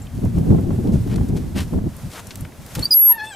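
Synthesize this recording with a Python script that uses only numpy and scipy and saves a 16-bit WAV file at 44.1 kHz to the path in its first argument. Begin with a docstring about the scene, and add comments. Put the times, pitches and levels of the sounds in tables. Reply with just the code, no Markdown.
"""Dry door hinge in the wind

Outdoors among trees, wind buffets a hand-held stereo microphone; feet scuff dry leaves. Twigs, strap and fingers
tick, after one faint bird chirp at the start. A hand pulls a small wooden door off its seat: the hinge chirps,
locks onto two high squeals, then slips into a lower groan that falls as the swing slows. Hinge: unsteady sines in
stick-slip; door: struck panel modes; leaves: ringing grains and noise; ticks and bird: dying bursts of
band noise; wind, flaps and air: shaped noise."""
import sys
import numpy as np
from scipy import signal
from scipy.fft import rfft, irfft
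from scipy.io import wavfile
from scipy.ndimage import uniform_filter1d

SR = 44100
rng = np.random.default_rng(int(sys.argv[2]) if len(sys.argv) > 2 else 0)


def invert_db(x):
    """Field ratio 10**(x/20) for x, a level in decibels (scalar or array-like)."""
    u = np.asarray(x, float) / 20
    return 10 ** u


def generate_wav(sig):
    """Save sig (samples, or channels by samples) to the path in sys.argv[1] as 16-bit PCM at SR."""
    pcm = np.round(np.clip(np.atleast_2d(sig).T, -1, 1) * 32767).astype(np.int16)
    wavfile.write(sys.argv[1], SR, pcm)


N = 147735


def rms_one(x):
    """Scale to rms 1."""
    return x / np.sqrt(np.mean(x ** 2) + 1e-20)


def in_time(rows):
    """Columns of a table at every sample; the first column is time in seconds."""
    s, *columns = np.transpose(rows)
    return [np.interp(np.arange(N) / SR, s, c) for c in columns]


def within(rows):
    """1 during the table's span, with 3 ms edges."""
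    t = np.arange(N) / SR
    edge_s = .003
    return np.clip(np.minimum(t - rows[0][0], rows[-1][0] + edge_s - t) / edge_s, 0, 1)


def at_hz(points, hz):
    """A spectrum read on a log frequency axis."""
    point_hz, values = np.transpose(points)
    return np.interp(np.log(hz), np.log(point_hz), values)


def drift(corner_hz):
    """Slow chance, spread 1: white noise through two equal one-pole lowpasses."""
    r = np.exp(-2 * np.pi * corner_hz / SR)
    noise = rng.standard_normal(N + SR)
    return rms_one(signal.lfilter([1], [1, -2 * r, r * r], noise)[SR:])


def colour(x, spectrum):
    """Shape a signal by a spectrum in dB."""
    n = x.shape[-1]
    bin_hz = np.arange(n // 2 + 1) * SR / n + 1
    return irfft(rfft(x) * invert_db(at_hz(spectrum, bin_hz)), n)


def stereo_noise(spectrum, alike):
    """Coloured noise with a left-right likeness per frequency; rms 1."""
    c = np.clip(at_hz(alike, np.arange(N // 2 + 1) * SR / N + 1), 0, 1)
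    mid, side = rfft(rng.standard_normal((2, N)))
    pair = np.sqrt(1 + c) * mid + np.sqrt(1 - c) * side * [[1], [-1]]
    return rms_one(colour(irfft(pair, N), spectrum))


def pan(x, db):
    """Left louder than right by db; mono becomes two channels."""
    return x * invert_db(np.array([[db / 2], [-db / 2]]))


def ring(clicks, hz, t60_s):
    """A unit click sets a dying sine of height 1 ringing."""
    r, w = invert_db(-60 / (t60_s * SR)), 2 * np.pi * hz / SR
    return signal.lfilter([0, np.sin(w)], [1, -2 * r * np.cos(w), r * r], clicks + 1e-18)


def tone(hz, partials_db, rough=1.0):
    """Sines at multiples of an unsteady pitch; partials_db holds (multiple, rms dB), rough scales both wavers."""
    jitter_hz = rough * 8.8 * drift(500)
    waver_db = rough * .35 * drift(80)
    phase = 2 * np.pi * np.cumsum(hz + jitter_hz) / SR
    partials = sum(np.sqrt(2) * invert_db(db) * np.sin(k * phase + k * k) for k, db in partials_db)
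    return invert_db(waver_db) * partials


def squeals():
    """Stick-slip locked onto modes of the pin: near sines."""
    # Lower pin mode. Each row: time in seconds, pitch in Hz, levels of partials 1, 2 and 3 in dB.
    chirp = [(2.82, 4360, -50, -62, -68), (2.827, 4360, -25, -52, -42), (2.834, 4360, -17.5, -53, -42),
             (2.839, 4500, -33, -60, -55), (2.841, 4600, -21, -42, -38), (2.845, 4540, -34, -39, -37),
             (2.849, 4590, -25, -33, -34), (2.853, 4620, -24, -36, -36), (2.856, 4670, -10.5, -35, -36),
             (2.860, 4670, -20, -37, -36), (2.862, 4700, -18, -55, -54), (2.868, 4730, -35, -66, -72),
             (2.875, 4600, -40, -73, -72), (2.885, 4630, -51, -75, -85)]
    # Lower pin mode, two stretches in turn. Each row: time in seconds, pitch in Hz, partials 1, 2 and 3 in dB.
    squeak = [
        [(2.906, 5130, -22, -51, -51), (2.912, 4910, -12, -31, -31), (2.92, 4918, -11, -28, -28),
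         (2.934, 4892, -10, -25.5, -21), (2.94, 4850, -24, -44, -42)],
        [(2.94, 5020, -14, -38, -42), (2.946, 4840, -35, -62, -64), (2.954, 4930, -34.5, -54, -70),
         (2.97, 4917, -57, -85, -73), (2.98, 4850, -50, -70, -67), (3.01, 4929, -67, -67, -106)],
    ]
    # Long squeal on the upper pin mode. Each row: time in seconds, pitch in Hz, level in dB.
    squeal = [(2.934, 11150, -42), (2.938, 11160, -20), (2.943, 11490, -8), (2.955, 11530, -12),
              (2.966, 11560, -11), (2.973, 11570, -9.5), (2.988, 11590, -13), (2.998, 11420, -10),
              (3.006, 11440, -10.5), (3.03, 11480, -10.5), (3.05, 11460, -10.5), (3.08, 11540, -10),
              (3.1, 11540, -9), (3.126, 11520, -10.5), (3.131, 11300, -21), (3.143, 11470, -28.5),
              (3.157, 11260, -35), (3.16, 11540, -46), (3.185, 11550, -54), (3.25, 11250, -65)]
    # Rising blip flung by the jump between the squeals. 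Each row: time in seconds, pitch in Hz, level in dB.
    blip = [(2.935, 5200, -41), (2.939, 6100, -33), (2.943, 6500, -43), (2.948, 6600, -55)]
    # Falling whistle riding on the groan. Each row: time in seconds, pitch in Hz, level in dB.
    whistle = [(3.23, 8883, -54), (3.264, 8483, -47), (3.276, 8493, -65), (3.28, 8340, -45),
               (3.31, 8070, -48), (3.338, 7580, -45), (3.35, 7669, -52)]
    # Mode that beats with the long squeal. Each row: time in seconds, pitch in Hz, level in dB.
    neighbour = [(2.94, 12584, -50), (2.95, 12568, -65), (2.988, 12670, -23), (3.0, 12564, -39),
                 (3.016, 12500, -58), (3.126, 12493, -49), (3.132, 12400, -59), (3.15, 12300, -40),
                 (3.16, 12506, -72)]
    voices = ((chirp, 2.0), (np.vstack(squeak), .6), (squeal, 1.2), (blip, 5.0), (whistle, 6.0))
    out = 0
    for rows, rough in voices:
        hz, *levels_db = in_time(rows)
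        levels_db = uniform_filter1d(np.array(levels_db), size=60)
        out = out + within(rows) * tone(hz, enumerate(levels_db, 1), rough=rough)
    hz, db = in_time(neighbour)
    upper = tone(hz, [(1, db)], rough=2.7)
    # the neighbour's image below the long squeal, 9 dB weaker and 1 % flat
    mirror_hz = 2 * in_time(squeal)[0] - hz
    mirror = tone(mirror_hz, [(0.99, db - 9)], rough=2.9)
    return out + within(neighbour) * (upper + mirror)


def groan():
    """A harmonic stack at the slip rate; the higher a partial, the more it flickers on its own."""
    # Slips of the hinge. Each row: time in seconds, rate in Hz.
    slip_rate = [(3.06, 1070), (3.088, 1020), (3.1, 975), (3.122, 937), (3.14, 895), (3.17, 915),
                 (3.182, 880), (3.203, 837), (3.215, 860), (3.25, 868), (3.3, 885), (3.31, 857),
                 (3.322, 810), (3.35, 775)]
    # Partials of the groan. 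Each row: time in seconds, levels of partials 1 to 8 in dB.
    partial_rows = [(3.06, -59, -80, -80, -80, -80, -80, -80, -80),
                    (3.082, -45, -65, -75, -72, -72, -80, -80, -80),
                    (3.09, -38, -54, -72, -75, -80, -80, -80, -80),
                    (3.1, -33, -49, -62, -65, -72, -80, -80, -80),
                    (3.112, -28, -42, -52, -66, -75, -80, -80, -80),
                    (3.123, -38, -44, -44, -63, -75, -80, -80, -80),
                    (3.136, -41, -36.5, -50, -57, -61, -80, -80, -80),
                    (3.148, -47, -36.5, -56, -56, -66, -80, -80, -80),
                    (3.168, -33.5, -46, -51, -59, -68, -70, -80, -80),
                    (3.175, -43, -45, -54, -58, -68, -66, -80, -80),
                    (3.183, -39, -33, -50, -56, -46, -58, -68, -70),
                    (3.204, -36.5, -28, -41, -41, -46, -62, -53, -68),
                    (3.214, -36, -30.5, -52, -52, -45, -54, -68, -70),
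                    (3.24, -34.5, -30, -47, -47, -54, -67, -77, -77),
                    (3.255, -39, -32, -49, -45, -54, -60, -66, -68),
                    (3.268, -41, -42, -47, -45, -74, -62, -70, -72),
                    (3.29, -42, -54, -44, -47, -55, -56, -72, -72),
                    (3.302, -44, -53, -47, -49, -53, -62, -68, -72),
                    (3.311, -36, -35, -53, -51, -61, -63, -70, -66),
                    (3.32, -49, -44, -57, -42.5, -56, -60, -58, -58),
                    (3.33, -50, -35, -48, -45, -55, -59, -66.5, -56),
                    (3.35, -43, -46, -52, -49, -52, -62, -57, -54)]
    hz = uniform_filter1d(in_time(slip_rate)[0], size=300)
    partials = []
    for k, db in enumerate(in_time(partial_rows), 1):
        flicker_db = 1.5 * np.log2(k + 1) * drift(56)
        partials.append((k, db + flicker_db))
    return within(partial_rows) * tone(hz, partials, rough=.6)


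def echoes(x):
    """A few short reflections, different at each ear and inverted at the right."""
    # Reflections off box and trunks. Each row: delay in seconds, left level in dB, right level in dB.
    reflections = [(.004, -15.5, -53), (.011, -32, -30), (.019, -40, -27)]
    out = np.zeros((2, N))
    for delay_s, left_db, right_db in reflections:
        d = int(delay_s * SR)
        out[:, d:] += x[:-d] * invert_db(np.array([[left_db], [right_db]])) * [[1], [-1]]
    return out


def hinge():
    """Squeals and groan, each placed in stereo, with their reflections."""
    high, low = squeals(), groan()
    lead_s = .000006   # the right port is a little nearer the hinge
    bin_hz = np.arange(N // 2 + 1) * SR / N
    turn = np.exp(1j * np.pi * lead_s * bin_hz * np.array([[-1], [1]]))
    placed_high = irfft(rfft(pan(high, -0.5)) * turn, N)
    return placed_high + pan(low, 2.7) + echoes(high + low)


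def door():
    """The door leaves its seat: soft blows ring the panel's modes, each with strengths of its own."""
    # Dull knocks of the panel. Each row: time in seconds, relative level in dB.
    knocks = [(2.771, -18.5), (2.787, -17.5)]
    # Modes of the panel. Each row: frequency in Hz, relative level in dB, t60 in seconds.
    panel = [(84, -7, 0.088), (146.8, 5.5, 0.25), (190, -16, 0.052), (338, -5.5, 0.033), (505, -1.5, 0.041),
             (815, -1, 0.022)]
    s, db = np.transpose(knocks)
    strengths_db = rng.normal(0, 3.4, (len(knocks), len(panel)))
    out = 0
    for m, (hz, mode_db, t60_s) in enumerate(panel):
        blows = np.zeros(N)
        blows[(s * SR).astype(int)] = invert_db(db + mode_db - 9.5 + strengths_db[:, m])
        out = out + ring(blows, hz, t60_s)
    return pan(out, .7)


def leaf_crackle(leaf):
    """Chance grains, each ringing one of 20 short resonances, plus some plain noise; rms 1."""
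    grains_per_s, ring_cycles = 2200, 2.05   # cycles until 60 dB down
    grain_db = -0.5 * np.minimum(rng.exponential(1, N), 5) + 1.8 * drift(60)
    grains = invert_db(grain_db) * rng.choice([-1, 1], N)
    grains = grains * (rng.random(N) < grains_per_s / SR)
    dealt = rng.integers(0, 20, N)
    crackle = 0
    for k, hz in enumerate(np.geomspace(700, 15000, 20)):
        band = ring(grains * (dealt == k), hz, ring_cycles / hz)
        crackle = crackle + rms_one(band) * np.sqrt(hz)
    return rms_one(colour(rms_one(crackle) + 0.48 * rng.standard_normal(N), leaf))


def leaves():
    """Feet in dry leaves: crackle swells and fades in each scuff, over a smooth, flickering rustle."""
    # Rustle close by. Each row: time in seconds, relative level in dB.
    rustle = [(0, -43), (.8, -42.5), (1.0, -42), (1.45, -42.5), (1.85, -44.5), (2.0, -40), (2.3, -39.5),
              (2.5, -45), (2.65, -42.5), (2.82, -31.5), (2.9, -43), (3.35, -45.5)]
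    # Scuffs. Each row: start in seconds, swell in seconds, fade in seconds, level in dB, centre in Hz.
    scuffs = [(0.91, 0.024, 0.038, -45.5, 6100), (1.07, 0.055, 0.036, -40.5, 2400),
              (1.27, 0.015, .02, -51, 8000), (1.35, 0.021, .012, -39, 4020),
              (1.543, 0.041, 0.038, -30.5, 2870), (1.595, 0.018, 0.032, -44, 9100),
              (2.088, 0.04, 0.048, -40.5, 5350), (2.17, 0.031, 0.0092, -44, 7000),
              (2.119, 0.06, 0.026, -36.5, 1370), (2.66, 0.036, 0.074, -48.5, 7800),
              (2.765, 0.017, 0.056, -45.5, 3000), (3.23, .025, 0.031, -47, 9000)]
    # Spectrum of leaves. Each row: frequency in Hz, relative level in dB per Hz.
    leaf = [(350, 3), (600, 1), (779, -2), (906, -1), (1280, -3.5), (4520, -9.5), (5560, -8.5),
            (12300, -9.5), (16000, -20)]
    t = np.arange(N) / SR
    crackle = leaf_crackle(leaf)
    rustle_db = in_time(rustle)[0] - 4.5 + 1.2 * drift(8.7)
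    out = invert_db(rustle_db) * stereo_noise(leaf, [(600, 0.91), (16000, 0.49)])
    skirt_db = -9   # two octaves off the centre
    for s, swell_s, fade_s, db, hz in scuffs:
        a, b = int(s * SR), min(int((s + swell_s + 3 * fade_s) * SR), N)
        u = t[a:b] - s
        rise = np.sin(.5 * np.pi * u / swell_s) ** 2
        fall = np.exp(-((u - swell_s) / fade_s) ** 2)
        shape = np.where(u < swell_s, rise, fall)
        hump = [(hz / 4, skirt_db), (hz, 0), (hz * 4, skirt_db)]
        out[:, a:b] += pan(invert_db(db) * shape * rms_one(colour(crackle[a:b], hump)), 2.4)
    return out


def bird_and_ticks():
    """One faint bird chirp, then ticks of twigs, strap and fingers: bursts of dying noise in a band."""
    # The narrow first row is the bird, the others are ticks.
    # Each row: start in seconds, peak in dB, centre in Hz, width in octaves, t60 in seconds, pan in dB.
    burst_rows = [(.019, -37, 7450, 0.069, 0.067, 1), (0.069, -37.5, 3020, 0.41, .025, -2),
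                  (.177, -39.5, 5000, .9, .025, .1), (.250, -37, 9000, 1, .025, 5),
                  (0.385, -34, 6000, 2.5, 0.019, 3), (.609, -38, 12000, .8, .03, 5),
                  (.873, -35, 3360, 1.8, .03, .1), (1.074, -32, 5000, 4.4, .03, .1),
                  (1.143, -39, 3000, 1.8, .02, 3), (1.159, -23, 3800, 2.44, 0.03, 3.5),
                  (1.288, -33, 7040, 1.8, 0.023, 3), (1.373, -31, 4530, 2.3, 0.021, 3),
                  (1.68, -40.5, 5440, 1.2, .02, 6), (1.966, -32.5, 10200, 0.85, 0.028, .5),
                  (2.270, -26.5, 8000, 1.1, 0.023, 7), (2.307, -26, 2780, 1.8, 0.053, 3),
                  (2.356, -22, 6370, 3.5, 0.016, .5), (2.373, -34, 10900, .9, 0.023, .1),
                  (2.408, -31, 10500, .9, 0.034, 4), (2.449, -32.5, 1920, 1.2, 0.031, 3),
                  (2.521, -39, 1570, 0.99, 0.024, .5), (2.621, -40, 6000, 2.7, .02, 3),
                  (2.663, -27, 11000, 3.2, 0.017, 1.5), (2.751, -19, 9000, 1.5, .04, 3),
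                  (2.754, -21.5, 2460, 2.6, 0.045, 1), (2.793, -19.5, 5700, 2.2, 0.036, 1)]
    out, u = np.zeros((2, N + SR)), np.arange(4000) / SR
    noises = rng.standard_normal((len(burst_rows), len(u)))
    for (s, db, hz, octaves, t60_s, pan_db), noise in zip(burst_rows, noises):
        edges_hz = np.clip(hz * 2 ** (octaves * np.array([-.5, .5])), 100, 19000)
        band = signal.butter(2, edges_hz, "band", fs=SR, output="sos")
        burst = signal.sosfilt(band, noise * invert_db(-60 * u / t60_s))
        i = int(s * SR)
        out[:, i:i + len(u)] += pan(invert_db(db) * burst / np.abs(burst).max(), pan_db)
    return out[:, :N]


def wind():
    """Turbulence at the ports: two lumpy noise layers; shared lumps make the upper flare with the lower."""
    # Gusts. Each row: time in seconds, rumble level in dB, upper buffeting relative to it in dB.
    gust = [(0.0, -31.5, -10), (0.12, -36, -12), (0.15, -25, -12.5), (0.19, -21.5, -4.5), (0.21, -33.5, -4),
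            (0.25, -16.5, -3.5), (0.33, -26, -8), (0.37, -15, -3), (0.48, -25.5, 4.5), (0.5, -10.5, -7.5),
            (0.53, -21, 11), (0.57, -15, -13), (0.59, -21.5, 7), (0.61, -23.5, 3.5), (0.82, -21, 1),
            (0.87, -28, 7), (0.94, -16, -4.5), (1.04, -21.5, -10.5), (1.07, -24, 0), (1.23, -16, -5.5),
            (1.27, -29, 0), (1.3, -18.5, -1.5), (1.38, -23, -1), (1.41, -27.5, -1), (1.54, -26, -5),
            (1.56, -22, 0.5), (1.7, -30.5, -13), (1.73, -27.5, 10.5), (1.76, -15, -5.5), (1.83, -28.5, -3),
            (1.87, -17.5, 1.5), (1.9, -31, -17), (2.0, -39.5, -15), (2.06, -25.5, -24), (2.15, -49.5, -7),
            (2.29, -34.5, -16), (2.31, -52.5, 13.5), (2.39, -31.5, -15), (2.43, -27.5, -15.5),
            (2.5, -44.5, 4.5), (2.57, -47.5, -3), (2.59, -35, -18), (2.71, -45, -11), (2.79, -22, -5),
            (2.83, -34.5, -5.5), (2.96, -54.5, 6.5), (3.27, -48, -7), (3.35, -55, -8)]
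    # Spectrum of the lower layer. Each row: frequency in Hz, relative level in dB per Hz.
    rumble = [(12, -43), (20, -9.5), (92, 3.5), (160, -0.5), (260, -7.5), (340, -26), (570, -120)]
    # Spectrum of the upper layer. Each row: frequency in Hz, relative level in dB per Hz.
    buffet = [(100, -11), (170, -0.5), (217, -4.5), (350, -8.5), (576, -24), (777, -27), (1600, -52),
              (2080, -91), (3520, -120)]
    # Each row: frequency in Hz, left-right likeness from 0 to 1.
    wind_alike = [(60, 0.96), (120, 0.81), (240, 0.64), (480, 0.29), (950, 0.58)]
    db, rel_db = in_time(gust)
    lumps = drift(30)
    low = stereo_noise(rumble, wind_alike) * invert_db(1 * lumps)
    high_lumps_db = 3.5 * (.6 * lumps + 0.75 * drift(24))
    high = stereo_noise(buffet, wind_alike) * invert_db(high_lumps_db)
    lag_s = 0.00038   # the left port meets the buffeting this much later
    high[0] = np.interp(np.arange(N) - lag_s * SR, np.arange(N), high[0])
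    return pan(invert_db(db) * (rms_one(low) + invert_db(rel_db) * rms_one(high)), 0.59)


def flaps():
    """Sharp flaps of wind across the ports: short puffs of dull noise, mostly separate at each port."""
    # Each row: start in seconds, relative peak in dB, upper corner in Hz.
    flap_rows = [(0.254, -29, 740), (0.375, -31, 746), (0.445, -53, 750), (0.511, -31, 750),
                 (0.582, -31, 750), (0.704, -29, 740), (0.954, -30, 750), (1.076, -35, 745),
                 (1.18, -28, 754), (1.208, -32.5, 750), (1.301, -35, 750), (1.563, -30, 735),
                 (1.733, -31, 750), (1.787, -37, 745), (1.856, -40.5, 750), (2.059, -45, 750)]
    rise_s, t60_s = 0.0047, 0.031
    out, u = np.zeros((2, N)), np.arange(5000) / SR
    shape = (1 - np.exp(-u / rise_s)) * invert_db(-60 * u / t60_s)
    noises = rng.standard_normal((len(flap_rows), 3, len(u)))
    for (s, db, hz), noise in zip(flap_rows, noises):
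        ports = noise[:2] + 0.46 * noise[2]   # the third noise is common to both
        band = signal.butter(2, [220, hz], "band", fs=SR, output="sos")
        puff = signal.sosfilt(band, ports * shape)
        i = int(s * SR)
        out[:, i:i + len(u)] += invert_db(db + 7) * puff / np.abs(puff).max()
    return out


def air():
    """Steady background: coloured noise, nearly alike at both ports."""
    # Spectrum of the air. Each row: frequency in Hz, relative level in dB per Hz.
    air_spectrum = [(24, -45), (40, -20), (100, -6), (180, -8.5), (391, -8.5), (660, -6), (980, -12.5),
                    (2220, -22), (9260, -31), (16000, -31.5)]
    return invert_db(-49) * stereo_noise(air_spectrum, [(150, 1), (2000, 0.78), (16000, 1.0)])


def scene():
    """Sum of all sources."""
    return hinge() + door() + leaves() + bird_and_ticks() + wind() + flaps() + air()


def low_pass(x):
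    """Removes everything above the highest recorded frequency."""
    return signal.sosfilt(signal.butter(12, 16310, fs=SR, output="sos"), x)


def record(dry):
    """The top is cut: 50 dB down from 16.4 kHz."""
    lowpass = signal.cheby2(10, 50, 16400, fs=SR, output="sos")
    mix = signal.sosfilt(lowpass, dry)
    return low_pass(mix)


dry = scene()
out = record(dry)
generate_wav(out)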